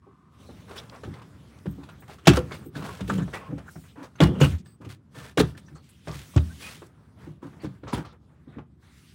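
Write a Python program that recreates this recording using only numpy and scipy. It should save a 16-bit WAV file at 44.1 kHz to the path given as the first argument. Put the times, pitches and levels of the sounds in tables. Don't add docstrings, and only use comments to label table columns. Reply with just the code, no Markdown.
import sys
import numpy as np
from scipy import signal
from scipy.fft import rfft, irfft, next_fast_len
from scipy.io import wavfile
from scipy.ndimage import uniform_filter1d

SR = 44100
rng = np.random.default_rng(int(sys.argv[2]) if len(sys.argv) > 2 else 0)


def generate_wav(signal):
    frames = np.transpose(np.atleast_2d(signal))
    scaled = np.clip(frames, -1, 1) * 32767
    pcm = np.round(scaled).astype(np.int16)
    wavfile.write(sys.argv[1], SR, pcm)


def voltage_ratio(decibels):
    exponent = np.asarray(decibels, float) / 20
    return 10 ** exponent


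N = 403382

# start in seconds, peak in dB, loudest mode in Hz,
# ring t60 in seconds, hardness in dB per octave.
SLAP_BLOWS = [(1.667, -20, 183.4, 0.16, -3.5), (2.273, 0.5, 142, 0.14, 0.5), (2.371, -14, 490, 0.055, 2.5),
              (3.011, -22, 191, 0.17, -8), (3.11, -19.5, 195.8, 0.3, -0.5), (3.169, -18, 167, 0.19, -1),
              (4.206, -5, 341.3, 0.032, -2), (4.218, -3.5, 157.8, 0.12, -2.5), (4.412, -5, 139, 0.16, -0.5),
              (5.377, -12, 294.7, 0.11, -3.5), (5.396, -9.5, 436, 0.051, -2),
              (5.424, -15.5, 124.3, 0.17, 0.5), (6.075, -25, 149, 0.19, -5.5),
              (6.361, -16.5, 285, 0.05, -1), (6.368, -14, 76.3, 0.1, -4.5),
              (7.634, -23.5, 317, 0.079, -1.5), (7.931, -17, 232.6, 0.084, -4.5),
              (7.974, -23.5, 144.6, 0.18, 2.5)]
# start in seconds, peak in dB,
# loudest mode in Hz, hardness in dB per octave.
NUDGES = [(0.067, -44, 386, 11), (.489, -38.5, 245, 11), (1.051, -31, 110, -3), (1.074, -29, 99, 4.5),
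          (1.78, -34, 286, 3.5), (2.657, -32, 350, -0.5), (2.757, -24.5, 156.6, 3.5),
          (2.823, -27.5, 191, 4), (3.082, -25.5, 189, 4), (3.214, -21, 147, -2.5), (3.488, -28, 139, 4.5),
          (3.522, -20.5, 156.5, 4), (3.756, -32, 189.7, -1), (4.29, -15.5, 188, 5), (4.803, -36.5, 151, 1),
          (4.861, -29, 111.6, 3.5), (5.168, -36, 140, 4.5), (5.715, -37, 152, -1.5), (6.153, -35, 140, 2),
          (7.269, -32, 141.7, 3.5), (7.428, -30.5, 273, 2), (7.655, -27, 186.3, 0), (7.832, -34, 292, -4.5),
          (8.47, -36.5, 245, -3), (8.561, -30, 245, -1)]
SLAP_CONTACT_S, NUDGE_CONTACT_S, NUDGE_T60_S = 0.0092, 0.014, 0.0784
# frequency in Hz, level in dB, share of the ring time.
BOARD_MODES = [(67.1, -9, 2.3), (112, -6.5, 1.6), (150.5, 6, 0.42), (191, -7.5, 1), (245, -4.5, 0.65),
               (288.8, -1, 1), (354, 0.5, 0.45), (477.5, -2.5, 0.52), (574, -12, 0.48), (773, -10.5, 0.52)]
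BOOM_T60_S, BOOM_DB = 0.24, -15

# start in seconds, peak in dB, knock in Hz,
# crack over knock in dB, clatter t60 in seconds.
KNOCKS = [(1.035, -29.5, 500, -13, 0.14), (2.096, -33, 782, -10.5, 0.083), (2.256, -32, 3090, 0.5, 0.05),
          (2.272, -2.5, 765, -0.5, 0.089), (2.335, -22.5, 1190, 0.5, 0.019),
          (2.371, -12, 475.4, -13, 0.034), (2.518, -33.5, 2250, -1, 0.13), (2.754, -34, 1670, -3, 0.13),
          (3.007, -27.5, 473, -6.5, 0.043), (3.098, -18, 1500, -19, 0.06), (3.337, -27.5, 1930, -6, 0.16),
          (3.757, -39, 715, -32, 0.069), (4.204, -8.5, 583, -7.5, 0.029), (4.213, -11.5, 402, -9.5, 0.089),
          (4.236, -21.5, 490, 2, 0.019), (4.401, -30, 452, -9, 0.1), (4.413, -9, 492, -8, 0.047),
          (5.374, -12, 474, -6.5, 0.063), (5.4, -11.5, 452, -4.5, 0.03), (6.073, -28, 410, -11, 0.13),
          (6.362, -19.5, 593, -13, 0.086), (7.643, -28.5, 550, -13.5, 0.12), (7.93, -19.5, 972, -10, 0.12),
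          (7.976, -29.5, 960, -21, 0.13)]
# start in seconds, peak in dB, knock in Hz, crack over knock in dB.
TAPS = [(0.491, -42, 540, -25), (0.71, -33, 460, -10), (4.436, -22, 1504, -8), (1.138, -43, 2090, -2.5),
        (1.217, -41, 1100, -5.5), (1.658, -32, 470, -14.5), (1.833, -42, 990, -2.5), (1.889, -39, 1420, -5),
        (2.185, -45, 1310, -3.5), (2.823, -32.5, 1090, -9), (2.889, -28.5, 1094, -28),
        (3.199, -34.5, 1740, -25), (3.279, -34.5, 720, -30), (3.58, -34.5, 617, -12),
        (3.684, -39, 1450, -31), (4.155, -46.5, 1440, -2.5), (4.659, -50, 1725, -2.5),
        (4.848, -42.5, 490, -2), (5.55, -43, 1750, -12), (5.576, -44.5, 1730, -3), (5.683, -47, 1770, -7.5),
        (5.756, -46, 1272, -14.5), (5.889, -62, 4520, 8), (6.339, -43, 1110, -7), (6.82, -34, 420, -22.5),
        (7.428, -39, 980, -22.5), (7.529, -45, 414, -17), (7.834, -33.5, 507, -31),
        (8.05, -39.5, 1350, -6.5), (8.584, -32, 303, -29)]
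TAP_T60_S = 0.071
# frequency in Hz, level in dB per Hz.
KNOCK_COLOUR = [(210, -30), (350, 7), (474, -5.5), (1500, -9.5), (2100, -19), (3400, -25), (11000, -38.5),
                (16000, -41)]

# start in seconds, level in dB, t60 in seconds.
CHINKS = [
    (1.676, -66, .25),
    (1.9, -69, .12),
    (1.995, -63, .15),
    (2.075, -69, .1),
    (2.57, -66, .15),
    (2.637, -63, .16),
    (2.767, -63, .14),
]
# frequency in Hz, level in dB.
METAL_MODES = [(13120, 0), (15560, -10), (8600, -15)]

# start in seconds, length in seconds, centre in Hz, width in Hz, peak in dB.
RESONANT_BURSTS = [(3.105, 0.17, 190, 23, -20.5), (6.362, .034, 117, 47, -7), (3.079, 0.17, 445, 120, -31),
                   (4.235, 0.17, 380, 260, -24.5), (0.46, 0.077, 4040, 500, -57), (3.092, 0.024, 7000, 1500, -41),
                   (3.132, .02, 7000, 1000, -48), (3.18, 0.075, 3800, 700, -48), (3.175, .025, 7200, 1200, -44.5),
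                   (3.176, .03, 3000, 500, -41), (3.219, 0.028, 7000, 1400, -50), (2.9, 0.025, 2800, 500, -47),
                   (3.218, 0.025, 1690, 400, -40), (3.333, 0.062, 2350, 650, -34.5),
                   (3.387, 0.11, 2600, 970, -46.5), (1.125, 0.07, 125, 30, -39), (3.661, .02, 1300, 900, -47),
                   (4.184, 0.018, 2220, 2000, -42), (4.204, .007, 3330, 600, -19), (4.258, 0.1, 3300, 400, -47),
                   (4.351, 0.1, 2900, 500, -46), (4.407, 0.022, 6900, 760, -31), (4.408, 0.063, 2750, 440, -22.5),
                   (4.535, .07, 14100, 300, -59.5), (4.581, 0.037, 4950, 5400, -50), (4.65, 0.12, 8240, 504, -60.5),
                   (4.66, 0.096, 4730, 600, -60), (4.655, 0.11, 14960, 1507, -60.5),
                   (4.212, 0.004, 3800, 7000, -21.5), (4.9, .04, 4470, 496, -52.5), (5.577, .03, 8600, 2000, -56),
                   (5.572, .03, 5630, 500, -59.5), (8.582, 0.013, 1015, 500, -46), (5.66, 0.035, 5900, 502, -56.5),
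                   (5.747, 0.078, 4350, 250, -57.5), (5.75, 0.033, 6940, 3030, -53),
                   (5.842, 0.0033, 5000, 7000, -56), (5.889, 0.03, 10400, 4300, -50),
                   (6.362, 0.0065, 6300, 3500, -32), (6.373, 0.011, 1130, 900, -24),
                   (6.374, 0.017, 2770, 1800, -31), (6.375, 0.0055, 5900, 4000, -35), (6.4, 0.017, 3650, 300, -53),
            (7.593, 0.085, 2210, 1100, -48.5), (7.601, 0.039, 4460, 500, -54.5),
            (7.637, 0.037, 5000, 5000, -51), (7.829, 0.046, 3000, 3000, -60.5),
            (7.876, 0.051, 4000, 4500, -41), (7.93, .025, 10100, 1500, -37), (7.93, .03, 14800, 1800, -48),
            (7.975, .02, 5400, 600, -52), (8.046, 0.09, 3780, 3000, -49.5), (8.112, 0.022, 3500, 400, -62),
            (4.416, 0.045, 498, 50, -17.5), (2.276, .045, 345, 59.73, -10.5),
            (8.479, 0.13, 3570, 796, -63.5), (8.524, 0.1, 1695, 1200, -51.5),
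                   (0.773, .03, 5220, 1000, -38), (0.777, 0.03, 3440, 760, -36.5), (0.896, 0.0051, 3560, 4500, -37.5),
         (0.957, .012, 4970, 4000, -49), (1.039, 0.12, 251.3, 210, -37), (1.195, .008, 2250, 2900, -46),
         (1.585, .008, 3980, 6000, -52), (1.656, 0.017, 375, 240, -28), (1.7, 0.11, 167.7, 41, -32),
         (2.02, 0.03, 1220, 1800, -44), (2.106, .04, 3040, 3200, -49), (2.27, 0.0041, 3604, 3000, -9.5),
         (2.278, 0.0067, 3510, 1700, -9), (2.369, 0.0042, 4620, 9200, -22.5),
         (3.099, 0.016, 1448, 400, -19.5), (3.68, 0.019, 1490, 370, -35.5), (3.708, .03, 12100, 6000, -48),
         (3.754, .03, 1300, 1300, -51), (3.835, 0.056, 1403, 1280, -49), (3.883, 0.05, 3280, 1300, -52),
         (4.035, 0.032, 5460, 2000, -48.5), (4.156, .015, 6270, 440, -54.5),
         (5.396, 0.011, 4230, 500, -22.5), (5.4, 0.024, 434, 180, -11), (6.081, 0.0072, 4500, 6000, -39),
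         (6.093, .005, 3450, 4000, -43), (6.113, .005, 4570, 2700, -37), (6.862, .012, 8000, 12300, -52),
         (8.289, 0.17, 1199, 1400, -60), (8.823, 0.15, 1505, 1200, -54), (4.428, 0.15, 79.7, 18, -17.5),
         (2.33, 0.16, 75, 22, -24), (4.25, 0.28, 190.6, 90, -21.5)]
RATTLE_RISE_S, RATTLE_FALL = 0.0022, 0.5

# start in seconds, length in seconds, skin in dB, hiss in dB,
# hollow under the hand in Hz.
DRAGS = [(0.673, 0.17, -39, -58.5, 483), (0.918, 0.064, -35, -64, 1147), (1.125, 0.11, -42, -66, 1056),
         (2.076, 0.074, -40.5, -55, 825), (2.508, 0.013, -22.5, -48, 2180), (2.745, 0.11, -34, -52.5, 1517),
         (2.839, 0.037, -30, -43.5, 1650), (2.885, 0.1, -40, -51, 1084), (2.988, 0.021, -33.5, -66, 505),
         (3.177, 0.046, -32, -55, 1767), (3.328, 0.048, -27, -46.5, 1970), (3.387, 0.12, -40, -77, 1110),
         (3.504, 0.024, -39, -79, 670), (3.57, 0.045, -40, -80, 720), (3.955, 0.095, -38.5, -83, 992),
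         (4.023, 0.041, -37, -54, 1320), (4.807, 0.037, -41, -66.5, 1690), (8.121, 0.033, -44, -72.5, 570),
         (5.754, 0.034, -45, -68, 1310), (6.071, 0.066, -34, -67, 1175), (7.418, 0.068, -43, -64, 1610),
         (7.834, .04, -45.5, -72.5, 507), (7.92, 0.091, -30, -49, 980), (8.468, 0.15, -51.5, -78, 790)]
# start in seconds, length in seconds, skin in dB, hiss in dB,
# hollow in Hz.
SCUFFS = [(0.757, 0.028, -39, -44, 3020), (2.335, 0.051, -25, -36.5, 3020),
          (2.537, 0.018, -31, -42.5, 2890), (3.072, 0.1, -42, -46, 1340), (4.214, 0.048, -19.5, -38, 2890),
          (4.399, 0.058, -18.5, -31.5, 1516), (4.644, 0.079, -60.5, -66.5, 1733),
          (4.887, 0.051, -45, -50.5, 1790), (5.142, 0.15, -39.5, -50, 1785), (5.387, 0.012, -51, -21, 1240),
          (5.569, 0.016, -45.5, -48, 1800), (6.115, 0.12, -49, -49, 2170), (6.594, 0.17, -43, -48, 1290),
          (7.208, 0.11, -60.5, -65.5, 1400), (7.615, 0.049, -44.5, -58, 2170),
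          (7.866, 0.043, -31, -62, 1325), (8.039, 0.062, -42, -71, 1400)]
DRAG_FIBRE_HZ, SCUFF_FIBRE_HZ = 8030, 3450
# frequency in Hz, level in dB per Hz.
CLOTH_COLOUR = [(180, -24), (400, 3.5), (749, -3.5), (1230, -2.5), (2480, -13.5), (7690, -24), (12500, -24),
                (16000, -26)]

# start in seconds, length in seconds, first pitch in Hz,
# last pitch in Hz, width in Hz, level in dB.
SQUEAKS = [
    (0.02, 0.45, 1100, 1150, 270, -62),
    (3.376, 0.11, 1085, 1075, 60, -52),
    (6.5, 0.03, 1480, 1620, 30, -57),
    (6.622, 0.072, 2430, 2540, 60, -48),
    (3.975, 0.083, 290, 270, 52, -43.5),
]

# start in seconds, length in seconds, skin on wood in dB,
# cloth hiss in dB.
SPELLS = [(0.33, 0.063, -77, -71), (0.398, 0.79, -62, -64), (1.237, 1, -63, -67.5),
          (2.251, 0.4, -53.5, -61), (2.742, 0.68, -57, -59.5), (3.448, 0.23, -64, -68),
          (3.667, 0.3, -75, -68), (3.974, 0.31, -71.5, -75), (4.196, 0.29, -48, -63.5),
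          (4.412, 0.13, -47.5, -46.5), (4.828, 0.083, -64, -67), (5.127, 0.2, -62.5, -66),
          (5.392, 0.12, -56, -54), (5.572, 0.24, -70, -72), (5.83, 0.34, -84, -67), (6.06, 0.79, -66, -58),
          (6.606, 0.08, -81, -45.5), (6.846, 0.53, -71, -80.5), (7.188, 0.089, -60, -70),
          (7.43, 0.35, -62.5, -70.5), (7.836, 0.23, -66.5, -75), (8.215, 0.36, -77, -88.5),
          (8.816, 0.51, -93, -70), (8.925, 0.21, -99.5, -67)]
SPELL_RISE_S, SPELL_FALL_S = 0.017, 0.04
STILL_RUMBLE_DB, STILL_SKIN_DB, STILL_CLOTH_DB = -60, -74, -83.5
LEAN_DB, SHAKE_DB, SHAKE_T60_S = 8, -17.5, 0.46
# frequency in Hz, level in dB per Hz.
RUMBLE_COLOUR = [(25, -37), (48, -38), (65, 0), (156, -1), (394, -12.5), (500, -26.5), (650, -62.5),
                 (1100, -120)]

# start in seconds, length in seconds, level in dB.
SWISHES = [
    (3.674, 0.22, -59),
    (6.11, 0.55, -58.5),
    (7.934, 0.054, -60),
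]
PATCHY_DB = 2.1

ROOM_T60_S, ROOM_DB, ROOM_HZ = 0.2, -17, 5058
HUSH_DB, HUSH_DEPTH = -112, .55
TOP_HZ = 15850


def shaped(x, table, lo_hz=20., hi_hz=18930.0):
    n = next_fast_len(len(x))
    hz = np.fft.rfftfreq(n, 1 / SR) + 1
    table_hz, table_db = np.transpose(table)
    gain = voltage_ratio(np.interp(np.log(hz), np.log(table_hz), table_db))
    edges = 1 / np.sqrt((1 + (lo_hz / hz) ** 6) * (1 + (hz / hi_hz) ** 6))
    return irfft(rfft(x, n) * gain * edges, n)[:len(x)]


def unit(x):
    return x / np.sqrt(np.mean(x ** 2))


def decay(t, t60):
    return np.exp(-np.log(1000) * t / t60)


def ring(t, hz, t60):
    return np.sin(2 * np.pi * hz * t) * decay(t, t60)


def add(out, s, x, db):
    i = int(s * SR)
    out[i:i + len(x)] += (voltage_ratio(db) * x / np.max(np.abs(x)))[:N - i]


def grainy(rate, spread_db):
    k = int(SR / rate)
    grain_db = spread_db * np.minimum(rng.exponential(size=N // 20 + 1), 2.5)
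    size = voltage_ratio(grain_db)[np.arange(N) // k]
    return rng.standard_normal(N) * uniform_filter1d(size, k)


def spell(s, length):
    now = np.arange(N) / SR
    return (1 + np.tanh((now - s) / SPELL_RISE_S)) * (1 - np.tanh((now - s - length) / SPELL_FALL_S)) / 4


def thumps():
    out = np.zeros(N)
    t = np.arange(0, SR // 2, 8) / SR
    blows = [row + (SLAP_CONTACT_S,) for row in SLAP_BLOWS]
    blows += [(s, db, hz, NUDGE_T60_S, hard_db, NUDGE_CONTACT_S) for s, db, hz, hard_db in NUDGES]
    chance = rng.standard_normal((len(blows), 4, 11))
    for (s, db, hz, t60, hard_db, contact), g in zip(blows, chance):
        body = 0
        for k, (f, mode_db, share) in enumerate(BOARD_MODES + [(hz, 4, .9)]):
            octaves = np.log2(f / hz)
            size = voltage_ratio(mode_db + 0.91 * g[0, k] - 4.4 * abs(octaves) + hard_db * octaves)
            rise = (1 - np.exp(-t / (contact * (150 / f) ** 0.16))) ** 2
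            phase = 2 * np.pi * f * (1 + .015 * g[1, k]) * t + 3 * g[2, k]
            top = decay(t, t60 * share) * np.sin(phase)
            frame = decay(t, BOOM_T60_S * (150 / f) ** 0.62) * np.sin(phase * (1 + 0.056 * g[3, k]))
            body = body + size * rise * (top + voltage_ratio(BOOM_DB) * frame)
        add(out, s - .003, signal.resample_poly(body, up=8, down=1), db)
    return out


def knocks():
    out, t = np.zeros(N), np.arange(SR // 4) / SR
    broad = unit(shaped(grainy(700, 3.9), KNOCK_COLOUR, lo_hz=365.0, hi_hz=3080.0))
    crack = unit(shaped(grainy(700, 3), KNOCK_COLOUR, lo_hz=2700., hi_hz=17000.))
    for s, db, hz, crack_db, t60 in KNOCKS + [row + (TAP_T60_S,) for row in TAPS]:
        i = min(int(s * SR), N - len(t))
        t60 = min(t60, .12)
        clatter = (1 - np.exp(-t / 0.0034)) * decay(t, t60)
        pair = ring(t, hz, min(.7 * t60, .04)) + .7 * ring(t, .885 * hz, min(.6 * t60, .04))
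        pitched = (1 - np.exp(-t / .002)) * pair
        dull = (600 / max(hz, 600)) ** 0.29 * unit(broad[i:i + len(t)] * clatter)
        add(out, s - .001, dull + .9 * unit(pitched), db)
        bright = crack[i:i + len(t)]
        patch = sum(ring(t[:512], f, 0.0043) for f in 2600 * 3 ** rng.random(size=3))
        bright = bright + 0.51 * unit(signal.fftconvolve(bright, patch)[:len(t)])
        add(out, s - .001, bright * clatter ** 0.92, db + crack_db)
    return out


def chinks():
    shake, t = np.zeros(N), np.arange(SR // 4) / SR
    for s, db, t60 in CHINKS:
        add(shake, s, (1 - np.exp(-t / 0.011)) * decay(t, t60), db)
    modes = sum(voltage_ratio(db) * ring(t[:2048], hz, 0.024) for hz, db in METAL_MODES)
    return signal.fftconvolve(shake * grainy(110, 6.8), modes / np.sqrt(np.sum(modes ** 2)))[:N]


def rattles():
    out, rows = np.zeros(N), RESONANT_BURSTS
    for (s, length, hz, width_hz, db), z in zip(rows, rng.standard_normal((len(rows), 2, SR // 4))):
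        t = np.arange(int(min(length, .24) * SR)) / SR
        k = int(SR / width_hz / 1.5) + 1
        a, b = uniform_filter1d(uniform_filter1d(z, k), k)[:, :len(t)]
        buzz = a * np.cos(2 * np.pi * hz * t) + b * np.sin(2 * np.pi * hz * t)
        add(out, s, buzz * (1 - np.exp(-t / RATTLE_RISE_S)) * (1 - t / t[-1]) ** RATTLE_FALL, db)
    return out


def scuffs():
    out, t = np.zeros(N + SR), np.arange(SR // 2) / SR
    skin = unit(shaped(grainy(250, 0.65), CLOTH_COLOUR, lo_hz=411.0, hi_hz=2310.0))
    hiss = unit(shaped(grainy(300, 3.8), CLOTH_COLOUR, lo_hz=2070.0))
    rows = [row + (DRAG_FIBRE_HZ,) for row in DRAGS] + [row + (SCUFF_FIBRE_HZ,) for row in SCUFFS]
    for s, length, skin_db, hiss_db, hollow_hz, fibre_hz in rows:
        i = int(s * SR)
        j = min(i, N - len(t))
        low, high = skin[j:j + len(t)], hiss[j:j + len(t)]
        start = 1 - np.exp(-t / (0.0041 + 0.033 * length))
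        hold = start / (1 + np.exp((t - length) / (0.0092 + 0.058 * length)))
        hollow = unit(signal.fftconvolve(low + .5 * high, ring(t[:1024], hollow_hz, 0.11))[:len(t)])
        fibre = unit(signal.fftconvolve(high, ring(t[:1024], fibre_hz, 0.013))[:len(t)])
        dull = voltage_ratio(skin_db - 10.5) * (low + 0.42 * hollow)
        bright = voltage_ratio(hiss_db) * (high + 0.022 * fibre)
        out[i:i + len(t)] += hold * (dull + bright)
    return out[:N]


def squeaks():
    out = np.zeros(N)
    chance = rng.standard_normal((len(SQUEAKS), SR // 2))
    for (s, length, hz0, hz1, width_hz, db), z in zip(SQUEAKS, chance):
        n = int(length * SR)
        stutter = uniform_filter1d(z, int(SR / width_hz))[:n]
        tone = np.sin(2 * np.pi * np.cumsum(np.linspace(hz0, hz1, n)) / SR)
        add(out, s, tone * stutter * np.hanning(n) ** 0.034, db + 10.5)
    return out


def rubbing(thuds):
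    mid, high = voltage_ratio(STILL_SKIN_DB), voltage_ratio(STILL_CLOTH_DB)
    for s, length, skin_db, cloth_db in SPELLS:
        on = spell(s, length)
        mid = mid + voltage_ratio(skin_db) * on
        high = high + voltage_ratio(cloth_db) * on
    keep = np.exp(-2 * np.log(1000) / (SHAKE_T60_S * SR))
    shudder = np.sqrt(signal.lfilter([1 - keep], [1, -keep], thuds ** 2))
    low = voltage_ratio(STILL_RUMBLE_DB) + voltage_ratio(LEAN_DB) * mid + voltage_ratio(SHAKE_DB) * shudder
    t = np.arange(4096) / SR
    board = sum(voltage_ratio(db) * ring(t, f, 0.074 * share) for f, db, share in BOARD_MODES)
    noise = grainy(60, 1.3)
    rumble = unit(shaped(noise, RUMBLE_COLOUR, hi_hz=350.0))
    rumble = rumble + 0.022 * unit(signal.fftconvolve(noise, board)[:N])
    skin = shaped(grainy(170, 1.2), CLOTH_COLOUR, lo_hz=350., hi_hz=2028.0)
    cloth = shaped(grainy(190, 0.66), CLOTH_COLOUR, lo_hz=2330.0)
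    return low * unit(rumble) + mid * unit(skin) + high * unit(cloth)


def swishes():
    air = signal.sosfilt(signal.butter(2, 5000., "highpass", fs=SR, output="sos"), rng.standard_normal(N))
    return unit(air) * sum(voltage_ratio(db) * spell(s, length) for s, length, db in SWISHES)


def patchy(x):
    hz, _, z = signal.stft(x, SR, nperseg=512)
    folds = rng.standard_normal(z.shape)
    for frames, bins in [(9, 11), (5, 7)]:
        folds = uniform_filter1d(uniform_filter1d(folds, size=frames, axis=1), size=bins, axis=0)
    gain = voltage_ratio(PATCHY_DB * unit(folds) * (hz[:, None] > 500))
    return signal.istft(z * gain, SR, nperseg=512)[1][:N]


def tail(x, t60, lo_hz, hi_hz):
    t = np.arange(SR) / SR
    h = rng.standard_normal(SR) * (1 - np.exp(-t / 0.0054)) * decay(t, t60)
    h = signal.sosfilt(signal.butter(2, [lo_hz, hi_hz], "bandpass", fs=SR, output="sos"), h)
    return signal.fftconvolve(x, h / np.sqrt(np.sum(h ** 2)))[:N]


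def scene():
    thuds = thumps()
    blows = thuds + knocks() + chinks()
    room = voltage_ratio(ROOM_DB) * tail(blows, ROOM_T60_S, 290.0, ROOM_HZ)
    friction = patchy(rubbing(thuds) + swishes()) + scuffs() + squeaks()
    return (blows + room + friction + rattles())[None]


def hush(x):
    hz, _, z = signal.stft(x, SR, nperseg=512)
    power = uniform_filter1d(uniform_filter1d(np.abs(z) ** 2, size=5, axis=-1), size=7, axis=-2)
    share = HUSH_DEPTH * (hz[:, None] > 1500)
    gain = 1 - share / (1 + (power / voltage_ratio(2 * HUSH_DB)) ** 2)
    return signal.istft(z * gain, SR, nperseg=512)[1][..., :N]


def roll_off(x):
    return signal.sosfilt(signal.butter(12, 17000, fs=SR, output="sos"), x)


def record(dry):
    x = signal.sosfilt(signal.butter(5, 58, "highpass", fs=SR, output="sos"), hush(dry))
    x = x + .5 * signal.lfilter(*signal.iirpeak(8250, 14, fs=SR), x)
    port = 0.19 * signal.lfilter(*signal.iirpeak(3500, 6, fs=SR), x)
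    dip = 0.69 * signal.lfilter(*signal.iirpeak(13000, 4, fs=SR), x)
    x = np.tanh(.95 * (x + port - dip)) / .95
    x = signal.sosfilt(signal.ellip(10, .3, 70, TOP_HZ, fs=SR, output="sos"), x)
    return roll_off(x)


dry = scene()
out = record(dry)
generate_wav(out)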